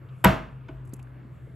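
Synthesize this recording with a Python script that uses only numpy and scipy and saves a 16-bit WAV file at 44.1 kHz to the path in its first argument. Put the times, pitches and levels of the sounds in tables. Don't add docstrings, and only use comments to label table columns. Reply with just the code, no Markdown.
import sys
import numpy as np
from scipy import signal
from scipy.fft import rfft, irfft, next_fast_len
from scipy.io import wavfile

SR = 44100
rng = np.random.default_rng(int(sys.argv[2]) if len(sys.argv) > 2 else 0)


def pcm_store(signal):
    levels = np.round(np.clip(np.atleast_2d(signal), -1, 1) * 32767)
    wavfile.write(sys.argv[1], SR, levels.astype(np.int16).T)


def to_linear_factor(level_db):
    exponent = np.asarray(level_db, float) / 20
    return 10 ** exponent


N = 68355

MODE_SPREAD_DB = 1


def at_hz(points, hz):
    points = np.array(points)
    return np.interp(np.log(np.maximum(hz, 1)), np.log(points[:, 0]), points[:, 1])


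def drift(rate_hz):
    r = np.exp(-2 * np.pi * rate_hz * 40 / SR)
    noise = rng.standard_normal(N // 40 + 2002)
    slow = signal.lfilter([1], [1, -2 * r, r * r], noise)[2000:]
    return np.interp(np.arange(N) / 40, np.arange(len(slow)), slow / slow.std())


def clicks(start_s, gain):
    out = np.full(N, 1e-18)
    out[(np.asarray(start_s) * SR).astype(int)] = gain
    return out


def ring(x, hz, t60_s):
    r = to_linear_factor(-60 / (t60_s * SR))
    w = 2 * np.pi * hz / SR
    return signal.lfilter([0, np.sin(w)], [1, -2 * r * np.cos(w), r * r], x)


def fade(x, t60_s):
    return signal.lfilter([1], [1, -to_linear_factor(-60 / (t60_s * SR))], x)


def band_pass(x, order, low_hz, high_hz):
    return signal.sosfilt(signal.butter(order, [low_hz, high_hz], "band", fs=SR, output="sos"), x)


def colour(noise, spectrum):
    gain = to_linear_factor(at_hz(spectrum, np.fft.rfftfreq(N, 1 / SR)))
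    out = irfft(rfft(noise) * gain, N)
    return out / out.std()


def bands():
    # pitch [Hz], likeness [0-1]
    likeness = [(60, 0.96), (200, 0.76), (400, 1), (700, 0), (1200, 0.4), (1700, 1), (2100, 1),
                (3500, 0.88), (7000, 0.9), (16000, .97)]
    edges_hz = 22 * 2 ** np.arange(0, 9.7, 1 / 3)
    white = rng.standard_normal((2, 2, N))
    for k, (low, high) in enumerate(zip(edges_hz, edges_hz[1:])):
        mid, side = band_pass(white[k % 2], 2, low, high)
        hz = np.sqrt(low * high)
        alike = np.clip(at_hz(likeness, hz), 0, 1)
        yield hz, np.sqrt(1 + alike) * mid + np.sqrt(1 - alike) * side * [[1], [-1]]


def air():
    # pitch_hz [Hz], relative level_db [dB per Hz]
    air_colour = [(25, -28.5), (45, -23.5), (65, -8), (100, 1.5), (180, -6.5), (350, -12.5), (600, -22.5),
                  (1400, -23.5), (2600, -33.5), (4000, -49.5), (5500, -68), (8000, -53), (12000, -54),
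                  (15500, -44), (17000, -82.5)]
    level_db, patchy_db = -49, 2.5
    out = sum(noise * to_linear_factor(at_hz(air_colour, hz) + patchy_db * drift(2.9)) for hz, noise in bands())
    return to_linear_factor(level_db) * out / out.std()


def tone(rows, hz, wander_hz, rate_hz):
    level_db = np.interp(np.arange(N) / SR, *np.transpose(rows))
    turns = np.cumsum(hz + wander_hz * drift(rate_hz)) / SR
    return np.sqrt(2) * to_linear_factor(level_db) * np.sin(2 * np.pi * turns)


def rumble():
    # start_s [s], level_db before panning [dB]
    swells = [
        [(0.0, -54), (0.036, -60), (0.084, -63), (0.114, -53), (0.136, -76), (0.2, -72)],
        [(0.5, -50.5), (0.61, -59), (0.63, -61), (0.756, -39.5), (0.848, -54), (0.87, -62.5), (0.946, -50.5),
         (1.528, -57.5), (1.55, -66.5)],
    ]
    return tone(swells[0] + swells[1], hz=58, wander_hz=4.6, rate_hz=11.0)


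def hum():
    # start_s [s], level_db before panning [dB]
    wavers = [
        [(0.0, -44.5), (0.024, -45), (0.05, -45), (0.084, -51.5), (0.11, -37.5), (0.136, -38.5), (0.182, -44.5),
         (0.21, -60), (0.22, -43)],
        [(0.45, -47.5), (0.474, -56.5), (0.538, -41.5), (0.658, -45), (0.694, -58), (0.722, -41.5),
         (1.016, -42.5), (1.404, -47.5), (1.442, -40.5), (1.478, -49), (1.55, -42.5)],
    ]
    return tone(wavers[0] + wavers[1], hz=128.1, wander_hz=1.5, rate_hz=3.6)


def room(x):
    # pitch_hz [Hz], t60_s [s]
    band_t60 = [(100, 0.68), (400, 0.37), (1100, .45), (3000, 0.39), (5000, 0.34), (8000, 0.33),
                (11000, 0.32), (16000, 0.24)]
    # pitch_hz [Hz], relative level_db [dB]
    band_level = [(60, -26.5), (130, -0.5), (250, 5), (500, 2), (1000, 2.5), (2000, -6), (3000, -11.5),
                  (4500, -23), (6500, -29.5), (9000, -28.5), (12000, -29.5), (15000, -30.5), (17000, -39)]
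    level_db, delay_s, build_s = -1.5, 0.0019, 0.0027
    t = np.maximum(np.arange(N) / SR - delay_s, 0)
    tail = 0
    for hz, noise in bands():
        tail = tail + noise * to_linear_factor(at_hz(band_level, hz) - 60 * t / at_hz(band_t60, hz))
    tail = tail * (1 - np.exp(-t / build_s)) * to_linear_factor(level_db)
    return signal.fftconvolve(tail, x[None], axes=1)[:, :N]


def taps():
    # start_s [s], level_db before build-up [dB], pitch_hz [Hz], t60_s [s]
    knocks = [(0.088, -61.5, 3100, 0.067), (0.687, -49, 2600, 0.044), (0.684, -57, 4030, .02),
              (0.686, -63, 5900, 0.01), (0.692, -40, 340, 0.08), (0.924, -63, 3810, .04),
              (0.931, -45, 390, 0.11), (0.933, -38, 218, 0.058), (0.994, -55.5, 2340, 0.036),
              (0.998, -57, 2480, 0.017), (0.991, -47.5, 1450, 0.019), (0.993, -52, 800, 0.023),
              (1.070, -51.5, 1500, 0.029), (1.072, -58, 2480, 0.013), (1.249, -42.5, 261, 0.069),
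              (1.471, -42.5, 358, 0.059)]
    width = 0.35
    build_s = 0.00062
    step = 1 / (build_s * SR)
    out, white = 0, rng.standard_normal(N)
    for start_s, level_db, hz, t60_s in knocks:
        puff = band_pass(white, 2, hz * (1 - width / 2), hz * (1 + width / 2))
        envelope = fade(clicks([start_s], to_linear_factor(level_db)), t60_s)
        soft = signal.lfilter([step], [1, step - 1], envelope)
        out = out + puff / puff.std() * soft
    return out


def strands():
    # start_s [s], level_db before mode levels [dB], dullness_db around 9000 Hz [dB per octave]
    ticks = [(.8520, -58, 0), (.8557, -54, -0.5), (.8738, -56, 3), (.8768, -53.5, 8), (.8930, -55, 3),
             (.8978, -63, 3.5), (0.9358, -37, -17), (0.9387, -36, 10), (0.943, -64, 4), (.9580, -55, 0),
             (.9660, -54, -16), (0.993, -53.5, -8.5), (.9950, -63, -8), (.9978, -61, -7), (1.0250, -63, 0),
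             (1.0283, -51, 15), (1.0294, -63, 22)]
    # pitch_hz [Hz], relative level_db [dB], t60_s [s]
    strand_modes = [(4700, -16.5, 0.0022), (6100, -11.5, 0.003), (7650, -3, 0.0021), (9050, -3, 0.0023),
                    (11200, 0.5, 0.0018), (12380, -17.5, 0.0023), (15500, -24, .003)]
    # start_s [s], hiss level_db [dB]
    skin = [(0, -100), (.2, -73), (0.548, -105), (0.801, -104), (.86, -80), (1.04, -94), (1.1, -100),
            (1.35, -103.5), (1.449, -79.5), (1.55, -82)]
    hiss_db, hiss_t60_s = -10.5, 0.023
    start_s, tick_db, dull_db = np.transpose(ticks)
    spread_db = MODE_SPREAD_DB * rng.standard_normal((len(start_s), len(strand_modes)))
    ringing = 0
    for k, (hz, level_db, t60_s) in enumerate(strand_modes):
        tilt_db = -dull_db * np.log2(hz / 9000)
        hits = clicks(start_s, to_linear_factor(tick_db + level_db + tilt_db + spread_db[:, k]))
        ringing = ringing + (-1) ** k * ring(hits, hz, t60_s)
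    spectrum = [(2500, -27)] + [row[:2] for row in strand_modes] + [(17000, -23.5)]
    hiss = colour(rng.standard_normal(N), spectrum)
    slide = to_linear_factor(np.interp(np.arange(N) / SR, *np.transpose(skin)))
    return ringing + hiss * (fade(clicks(start_s, to_linear_factor(tick_db + hiss_db)), hiss_t60_s) + slide)


def bench():
    # start_s [s], level_db before mode levels [dB],
    # tilt_db above the pivot [dB per octave], thump_db over the touch level [dB]
    touches = [(0.2412, -30, 2.5, -13), (0.243, -16.5, -2.5, 0), (0.2454, -18, 5, 8),
               (0.2477, -16, -0.5, 0.5), (0.2535, -15.5, -4, 1), (0.6856, -51, -11, 4.5),
               (0.688, -47, -12, 0.5)]
    # pitch_hz [Hz], relative level_db [dB], t60_s [s], left minus right pan_db [dB]
    light_modes = [(514, -4.5, .04, 1.5), (644, -6.5, .35, 3), (699, -12.5, 0.25, -4.5),
                   (894, -2.5, 0.029, 12.5), (974.6, -4.5, .12, -2.5), (1115, -15.5, 0.057, 19.5),
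                   (1335, -16.5, 0.065, -20.5), (1492, 1, .04, -1), (1886, -2, 0.027, -0.5),
                   (2320, -3.5, 0.017, 1), (2985, -21.5, 0.038, -3), (8120, 0.5, 0.0032, 1),
                   (11700, -4.5, 0.0099, 2)]
    # pitch_hz [Hz], relative level_db [dB], t60_s [s], build_s [s]
    heavy_modes = [(48.1, -17, 0.75, 0.03), (63.8, 0, 0.17, 0.013), (83.1, -5.5, 0.17, 0.0097),
                   (115.7, 0, .2, 0.084), (138.5, 0.5, 0.2, 0.027), (191.5, 9, 0.14, 0.002),
                   (303.5, -6.5, .3, 0.0056)]
    # pitch_hz [Hz], relative level_db [dB per Hz]
    crack = [(200, -20), (1000, -14.5), (2400, 0), (4000, -13.5), (6500, -21), (8500, -21.5),
             (12000, -20.5), (13500, -23), (15300, -11), (17000, -64.5)]
    # start_s [s], level_db [dB], tilt_db [dB per octave]
    landings = [(0.2459, -11, 0.5), (0.688, -48.5, -4)]
    crack_t60_s, crack_db = 0.01, -1.5
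    pivot_hz, contact_s = 2010, 0.0002

    def octaves_up(hz):
        return max(np.log2(hz / pivot_hz), 0)

    start_s, touch_db, tilt_db, thump_db = np.transpose(touches)
    land_s, land_db, land_tilt_db = np.transpose(landings)
    spread_db = MODE_SPREAD_DB * rng.standard_normal((len(start_s), len(light_modes)))
    signs = rng.choice([-1, 1], spread_db.shape)
    t = np.arange(N) / SR
    light, thump, blow = 0, 0, 0
    for k, (hz, level_db, t60_s, pan_db) in enumerate(light_modes):
        mode = np.sin(2 * np.pi * hz * t) * to_linear_factor(level_db - 60 * t / t60_s) * (1 - np.exp(-t / contact_s))
        hits = clicks(start_s, signs[:, k] * to_linear_factor(touch_db + spread_db[:, k] + tilt_db * octaves_up(hz)))
        ringing = signal.fftconvolve(hits, mode[:SR // 2])[:N]
        light = light + ringing * to_linear_factor([[pan_db / 2], [-pan_db / 2]])

    grit = colour(rng.standard_normal(N), crack)
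    for low in 62.5 * 2.0 ** np.arange(8):
        up = octaves_up(low * np.sqrt(2))
        knock = clicks(land_s, to_linear_factor(land_db + land_tilt_db * up))
        grit_band, knock_band = band_pass([grit, knock], 1, low, low * 2.1)
        blow = blow + knock_band
        hits = clicks(start_s, to_linear_factor(touch_db + crack_db + tilt_db * up))
        envelope = fade(hits, crack_t60_s) - fade(hits, contact_s * np.log(1000))
        light = light + grit_band * envelope

    push = clicks(start_s, to_linear_factor(touch_db + thump_db))
    for hz, level_db, t60_s, build_s in heavy_modes:
        mode = np.sin(2 * np.pi * hz * t) * to_linear_factor(level_db - 60 * t / t60_s) * (1 - np.exp(-t / build_s))
        thump = thump + signal.fftconvolve(push, mode)[:N]
    return light + thump, blow


def scene():
    strand_room_db = -30.5
    low_pan_db = 2.04
    body, blow = bench()
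    wires = strands()
    wet = room(blow + to_linear_factor(strand_room_db) * wires)
    lows = (hum() + rumble()) * to_linear_factor([[low_pan_db / 2], [-low_pan_db / 2]])
    return body + wires + taps() + wet + lows + air()


def roll_off(x):
    return signal.sosfilt(signal.butter(12, 17150, fs=SR, output="sos"), x)


def record(dry):
    # pitch_hz [Hz], lead of the left port [radians]
    port_phase = [(20, 0), (300, .2), (850, .6), (1250, -.6), (1900, 0), (2200, 0), (3400, -.5), (6000, 0),
                  (7400, .15), (8300, 1.1), (8900, 2.9), (9700, 3.5), (11800, 6.28), (14250, 9.42),
                  (17000, 12.5)]
    high_cut_hz, low_cut_hz = 17000, 52.9
    size = next_fast_len(N + 2048)
    hz, lead = np.transpose(port_phase)
    lead = np.interp(np.fft.rfftfreq(size, 1 / SR), hz, lead)
    shift = np.exp(0.5j * lead * [[1], [-1]])
    mix = irfft(rfft(dry, size) * shift, size)[:, :N]
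    mix = signal.sosfilt(signal.cheby2(10, 60, high_cut_hz, fs=SR, output="sos"), mix)
    mix = signal.sosfilt(signal.butter(6, low_cut_hz, "high", fs=SR, output="sos"), mix)
    return roll_off(mix)


dry = scene()
out = record(dry)
pcm_store(out)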